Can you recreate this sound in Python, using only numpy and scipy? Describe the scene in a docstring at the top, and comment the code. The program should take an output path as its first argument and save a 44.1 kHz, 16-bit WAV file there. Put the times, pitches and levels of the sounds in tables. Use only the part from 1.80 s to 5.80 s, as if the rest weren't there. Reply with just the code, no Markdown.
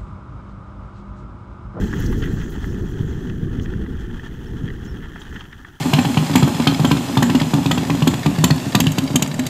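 """Wind buffets the microphone, close up on a kickbike that two dogs pull off a gravel track and up a
dirt slope; the rumble dies away as the bike slows. Just below, the tyres crunch over stones and spray
grit, and larger stones knock and rattle the bike, ringing in the boxy camera housing.
Farther off, among the trees, a small bird whistles faintly."""
import sys
import numpy as np
from scipy import signal
from scipy.fft import rfft, irfft, next_fast_len
from scipy.io import wavfile
from scipy.ndimage import uniform_filter1d, map_coordinates

SR = 44100
rng = np.random.default_rng(int(sys.argv[2]) if len(sys.argv) > 2 else 0)


def wav_out(sig):
    """Save sig, one row per channel (or a flat mono array), as 16-bit PCM at SR to the path in sys.argv[1]."""
    wavfile.write(sys.argv[1], SR, np.round(np.clip(np.atleast_2d(sig).T, -1, 1) * 32767).astype(np.int16))


N = 176400

# stones shifting under the tyres: t/s, relative level/dB
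CRUNCH_LEVEL = [(.4, -43), (1.37, -48), (3.53, -47), (3.78, -51), (4.0, -53.5)]
# fine grit and dust under the tread: t/s, relative level/dB
GRIT_LEVEL = [(0, -44), (.51, -46.5), (.97, -53), (1.86, -67), (2.8, -60), (4.0, -64.5)]
# response of the housing around the microphone: f/Hz, gain/dB
HOUSING_RESPONSE = [(300, -9), (620, -13.5), (870, -5), (1020, -8), (1250, -6), (1550, -4.5), (1780, 0.5),
                    (2050, -11), (2250, -21.5), (2550, -16), (2830, -13.5), (3280, -8), (3750, -21.5),
                    (4800, -26), (6200, -22), (9000, -36.5), (15000, -42)]
RING_HZ = 1950  # the sharpest resonance, which hard knocks bring out
GRAINS_PER_S = 5000


def wind(thump_half_width_s=0.0016):
    """Turbulence right at the microphone port: a rumble over a deep buffet, with a few hard eddies."""
    # strength of the wind: t/s, relative level/dB
    gusts = [(0, -14), (0.1, -27), (0.28, -20.5), (0.54, -22), (0.61, -25.5), (0.81, -29.5), (0.89, -25),
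             (1.1, -26.5), (1.22, -22.5), (1.38, -26), (1.62, -24), (1.98, -25), (2.13, -26), (2.25, -29.5),
             (2.62, -33), (2.85, -24), (2.93, -30), (3.15, -29), (3.44, -39.5), (3.53, -32), (3.62, -40.5),
             (3.95, -46), (4.0, -57)]
    # spectrum of the rumble: f/Hz, gain/dB
    rumble_spectrum = [(40, -12), (90, -1), (140, 0.5), (240, -3), (370, -7), (440, -13), (590, -32),
                       (800, -34.5), (1200, -70.5)]
    # spectrum of the deep buffet: f/Hz, gain/dB
    buffet_spectrum = [(8, -9), (20, 1), (75, 0), (120, -11), (600, -99)]
    # pressure pulses of single hard eddies: t/s, peak level/dB
    thumps = [(0.0226, -11), (0.54, -12.5), (1.210, -11), (1.517, -15), (1.634, -12.5), (1.789, -11.5),
              (1.963, -14), (2.843, -12.5)]
    strength = level(gusts)
    rumble = colour(rng.standard_normal(N), lambda f: along(rumble_spectrum, f))
    buffet = colour(rng.standard_normal(N), lambda f: along(buffet_spectrum, f))
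    eddies = amp(1.5 * wobble(per_s=45))
    out = amp(-1.5) * strength * unit(rumble * eddies)
    out += amp(-28.5) * unit(buffet * strength ** 0.91)  # swings a little less than the rumble
    for s, db in thumps:
        u = (clock() - s) / thump_half_width_s
        out += amp(db) * (1 - u * u) * np.exp(-u * u / 2)
    return out


def knocks(slip_rise_s=0.0023, scrape_decay_s=0.0039, gain_db=-4):
    """Larger stones hit the bike: a slip, a sharp contact and a brief scrape, ringing in the housing."""
    # stone strikes: t/s, relative peak level/dB, treble tilt/(dB per octave)
    strikes = [(.130, -17.5, -6), (.1362, -16, -6), (.328, -19, -7), (.4262, -19.5, 5), (.4328, -20, 1),
               (.441, -22, 9), (.573, -25, -6), (.616, -24.5, 6.5), (.844, -20, -8.5), (1.499, -24, 5),
               (1.798, -23.5, 5), (1.8598, -22, 2.5), (1.938, -23.5, 0), (2.0637, -24.5, -5.5),
               (2.396, -25, -1), (2.5795, -36, -2), (2.8792, -23, 3.5), (2.886, -23.5, 4.5),
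               (2.903, -22.5, 1), (3.3599, -22.5, -13.5), (3.418, -24, 6), (3.527, -24, -5),
               (3.5645, -22, 1.5), (3.609, -20, 1.5), (3.6543, -27.5, -0.5), (3.730, -24.5, 2.5),
               (3.849, -22.5, -8.5)]
    lead = SR // 100  # samples of slip ahead of the contact
    t = (np.arange(SR // 20) - lead) / SR
    friction = np.where(t < 0, 0.2 * np.exp(-abs(t) / slip_rise_s), 0.16 * np.exp(-abs(t) / scrape_decay_s))
    out = np.zeros(N + SR)
    for s, db, tilt_db in strikes:
        force = friction * rng.standard_normal(len(t))
        force[lead] += 2  # the contact itself
        ring = colour(force, lambda f: knock_colour(f, tilt_db) + 0.5 * stone_timbre(f))
        start = round(s * SR) - lead
        out[start:start + len(t)] += amp(db + gain_db) * ring / np.abs(ring).max()
    return out[:N]


def knock_colour(hz, tilt_db, low_hz=1370, high_hz=3530, ring_half_width_hz=64):
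    """The housing's answer to a larger stone, in dB: a middle band with one sharp resonance."""
    band = -10 * np.log10((1 + (low_hz / (hz + 1)) ** 6) * (1 + (hz / high_hz) ** 6))
    ring = 4.5 / (1 + ((hz - RING_HZ) / ring_half_width_hz) ** 2)
    tilt = tilt_db * np.log2(np.clip(hz, 500, 5000) / RING_HZ)
    return along(HOUSING_RESPONSE, hz) + band + ring + tilt


def stone_timbre(hz, depth_db=5, spacing_hz=230):
    """A stone's own random resonances, in dB."""
    return depth_db * map_coordinates(rng.standard_normal(128), [hz / spacing_hz], order=1, mode="nearest")


def crunch(stones_per_s=1000, timbres=18):
    """Clumps of small stones shift under the tyres, heard through the housing."""
    stones = np.zeros(N)
    for _ in range(timbres):
        impacts = contacts(stones_per_s / timbres, spread_db=1)
        stones += unit(colour(impacts, lambda f: along(HOUSING_RESPONSE, f) + stone_timbre(f)))
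    clumps = amp(0.8 + 2 * wobble(per_s=34.98))
    return clumps * level(CRUNCH_LEVEL) * unit(stones)


def scuffs():
    """A quick run of larger stones rattles as the tyre ploughs through them."""
    # patches of stones: t/s, level/dB, half length/s
    patches = [(.165, -38, 0.01), (.222, -39.5, 0.043), (.45, -34.5, 0.032), (.622, -41.5, 0.035),
               (3.235, -43, 0.035), (3.377, -41, 0.02), (3.562, -35.5, 0.016)]
    stones = contacts(per_s=700, spread_db=1.5)
    return swells(patches) * unit(colour(stones, lambda f: knock_colour(f, tilt_db=0)))


def pebbles(per_s=320, low_hz=1095, high_hz=7600, decay_cycles=7.2):
    """Pebbles clink together in clusters, each with its own short ring."""
    clusters = amp(4 * wobble(per_s=22))
    starts = np.flatnonzero(rng.random(N) < per_s / SR * clusters)
    pitch, force = rng.random((len(starts), 2)).T[:, :, None]
    hz = low_hz * (high_hz / low_hz) ** pitch
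    age = np.arange(SR // 40)  # samples
    cycles = hz * age / SR
    small_lift_db = 2.5 * np.log2(hz / RING_HZ)
    gain = amp(along(HOUSING_RESPONSE, hz) + small_lift_db + 2 * force)
    rings = gain * np.sin(2 * np.pi * cycles) * np.exp(-cycles / decay_cycles) * (1 - np.exp(-cycles))
    clinks = np.bincount((starts[:, None] + age).ravel(), rings.ravel(), N)[:N]
    return amp(-6) * level(CRUNCH_LEVEL) * unit(clinks)


def grit():
    """Fine grains fizz under the tread and now and then spray out."""
    # spectrum of the fizz: f/Hz, gain/dB
    fizz_spectrum = [(2500, -75), (4000, -3.5), (4800, -8.5), (6200, 1.5), (7400, -3), (8900, -20),
                     (11000, -18), (15600, -13)]
    # grit thrown from the tyre: t/s, level/dB, half length/s
    sprays = [(.213, -46.5, 0.032), (.266, -41, 0.0084), (.89, -55, 0.049), (1.3, -60, 0.36),
              (1.832, -51, .02), (2.209, -54.5, 0.018), (3.055, -51.5, 0.014), (3.41, -53.5, .019),
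              (3.555, -57.5, .07)]
    grains = patchy(contacts(GRAINS_PER_S, spread_db=3))
    under_tread = amp(-5.5 + 0.6 * wobble(per_s=28.6)) * level(GRIT_LEVEL)
    return np.hypot(under_tread, swells(sprays)) * unit(colour(grains, lambda f: along(fizz_spectrum, f)))


def sand(low_edge_hz=10500):
    """The finest sand spits in uneven bursts, thinning with the grit as the bike slows."""
    # sand hitting the bike: t/s, level/dB, half length/s
    spits = [(.204, -44.5, 0.0083), (.269, -56, .011), (.705, -46.5, 0.0087), (.857, -54.5, .015)]
    impacts = contacts(GRAINS_PER_S, spread_db=8)
    grains = colour(impacts, lambda f: -10 * np.log10(1 + (low_edge_hz / (f + 1)) ** 10))
    stream = amp(-63.5) * unit(level(GRIT_LEVEL) ** 0.64 * amp(3.5 * wobble(per_s=33.5)))
    return np.hypot(stream, swells(spits)) * unit(patchy(grains))


def ping(start_s=3.418, t60_s=0.19):
    """One stone sets a thin metal part of the bike ringing faintly."""
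    # modes of the metal part: f/Hz, level/dB
    modes = [(3757, -52.5), (9575, -60)]
    t = np.maximum(clock() - start_s, 0)
    return sum(amp(db - 60 * t / t60_s) * np.sin(2 * np.pi * hz * t) for hz, db in modes)


def bird(waver_hz=50, flutter_db=3, forest_db=-8, forest_t60_s=0.12):
    """Thin, unsteady whistles glide in arcs, scattered by the trees on their way to the microphone."""
    # whistles: start t/s, length/s, first f/Hz, middle f/Hz, last f/Hz, level/dB
    whistles = [(0.868, 0.06, 4750, 5300, 5550, -57), (2.661, .022, 5700, 5280, 6000, -54),
                (3.049, 0.096, 4650, 5480, 4560, -53.5)]
    song = np.zeros(N)
    waver = waver_hz * wobble(per_s=250)
    for s, length, *pitch_hz, db in whistles:
        progress = np.clip((clock() - s) / length, 0, 1)
        hz = np.polyval(np.polyfit([0, 0.5, 1], pitch_hz, 2), progress) + waver
        song += amp(db) * np.sin(np.pi * progress) * np.sin(2 * np.pi * np.cumsum(hz) / SR)
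    song *= amp(flutter_db * wobble(per_s=120))
    tail = rng.standard_normal(SR // 2) * amp(-60 * np.arange(SR // 2) / SR / forest_t60_s)
    return song + amp(forest_db) * signal.fftconvolve(song, tail / np.linalg.norm(tail))[:N]


def hiss(whine_hz=15277):
    """The noise floor: microphone hiss and the camera's faint whine."""
    return amp(-65) * rng.standard_normal(N) + amp(-76) * np.sin(2 * np.pi * whine_hz * clock())


def contacts(per_s, spread_db):
    """Random tiny impacts of uneven size."""
    size = amp(spread_db * np.minimum(rng.standard_normal(N), 2))
    return (rng.random(N) < per_s / SR) * size * rng.choice([-1, 1], N)


def patchy(x, depth_db=2.5):
    """Give a sound short patches of random gain in time and pitch."""
    spectra = signal.stft(x, nperseg=256)[2]
    patches = uniform_filter1d(rng.standard_normal(spectra.shape), size=6, axis=0)
    patches = uniform_filter1d(patches, size=7, axis=1)
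    return signal.istft(spectra * amp(depth_db * unit(patches)), nperseg=256)[1][:N]


def colour(x, db_at):
    """Minimum-phase filter whose gain in dB is a function of frequency."""
    m = 2 * next_fast_len(len(x) // 2 + 4096)
    gain = amp(db_at(np.fft.rfftfreq(m, 1 / SR)))
    cepstrum = irfft(np.log(gain + 1e-6), m)
    cepstrum[1:m // 2] *= 2
    cepstrum[m // 2 + 1:] = 0
    return irfft(rfft(x, m) * np.exp(rfft(cepstrum)), m)[:len(x)]


def swells(rows):
    """Gain per sample of bell-shaped swells, from rows of t/s, level/dB, half length/s."""
    return sum(amp(db) * np.exp(-((clock() - s) / half_s) ** 2) for s, db, half_s in rows)


def level(rows):
    """Gain per sample from rows of t/s, level/dB."""
    return amp(np.interp(clock(), *np.transpose(rows)))


def along(rows, hz):
    """Interpolate rows of f/Hz, gain/dB on a log frequency axis."""
    f, db = np.transpose(rows)
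    return np.interp(np.log(hz + 1), np.log(f + 1), db)


def wobble(per_s):
    """A smooth random curve with per_s knots a second."""
    return map_coordinates(rng.standard_normal(2048), [clock() * per_s], mode="wrap")


def amp(db):
    """Decibels to gain."""
    return 10 ** (np.asarray(db) / 20)


def unit(x):
    """Scale to rms 1."""
    return x / np.sqrt(np.mean(x ** 2) + 1e-20)


def clock():
    """The time of every sample in seconds."""
    return np.arange(N) / SR


def scene():
    """Everything reaches the rider's one microphone in the open air."""
    close = wind() + crunch() + pebbles() + scuffs() + grit() + sand() + knocks() + ping()
    return (close + bird() + hiss())[None]


def record(dry, top_hz=15680):
    """The camera keeps nothing above its band limit."""
    m = next_fast_len(N + SR // 2)
    passband = np.fft.rfftfreq(m, 1 / SR) < top_hz
    return irfft(rfft(dry, m) * passband, m)[..., :N]


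dry = scene()
out = record(dry)
wav_out(out)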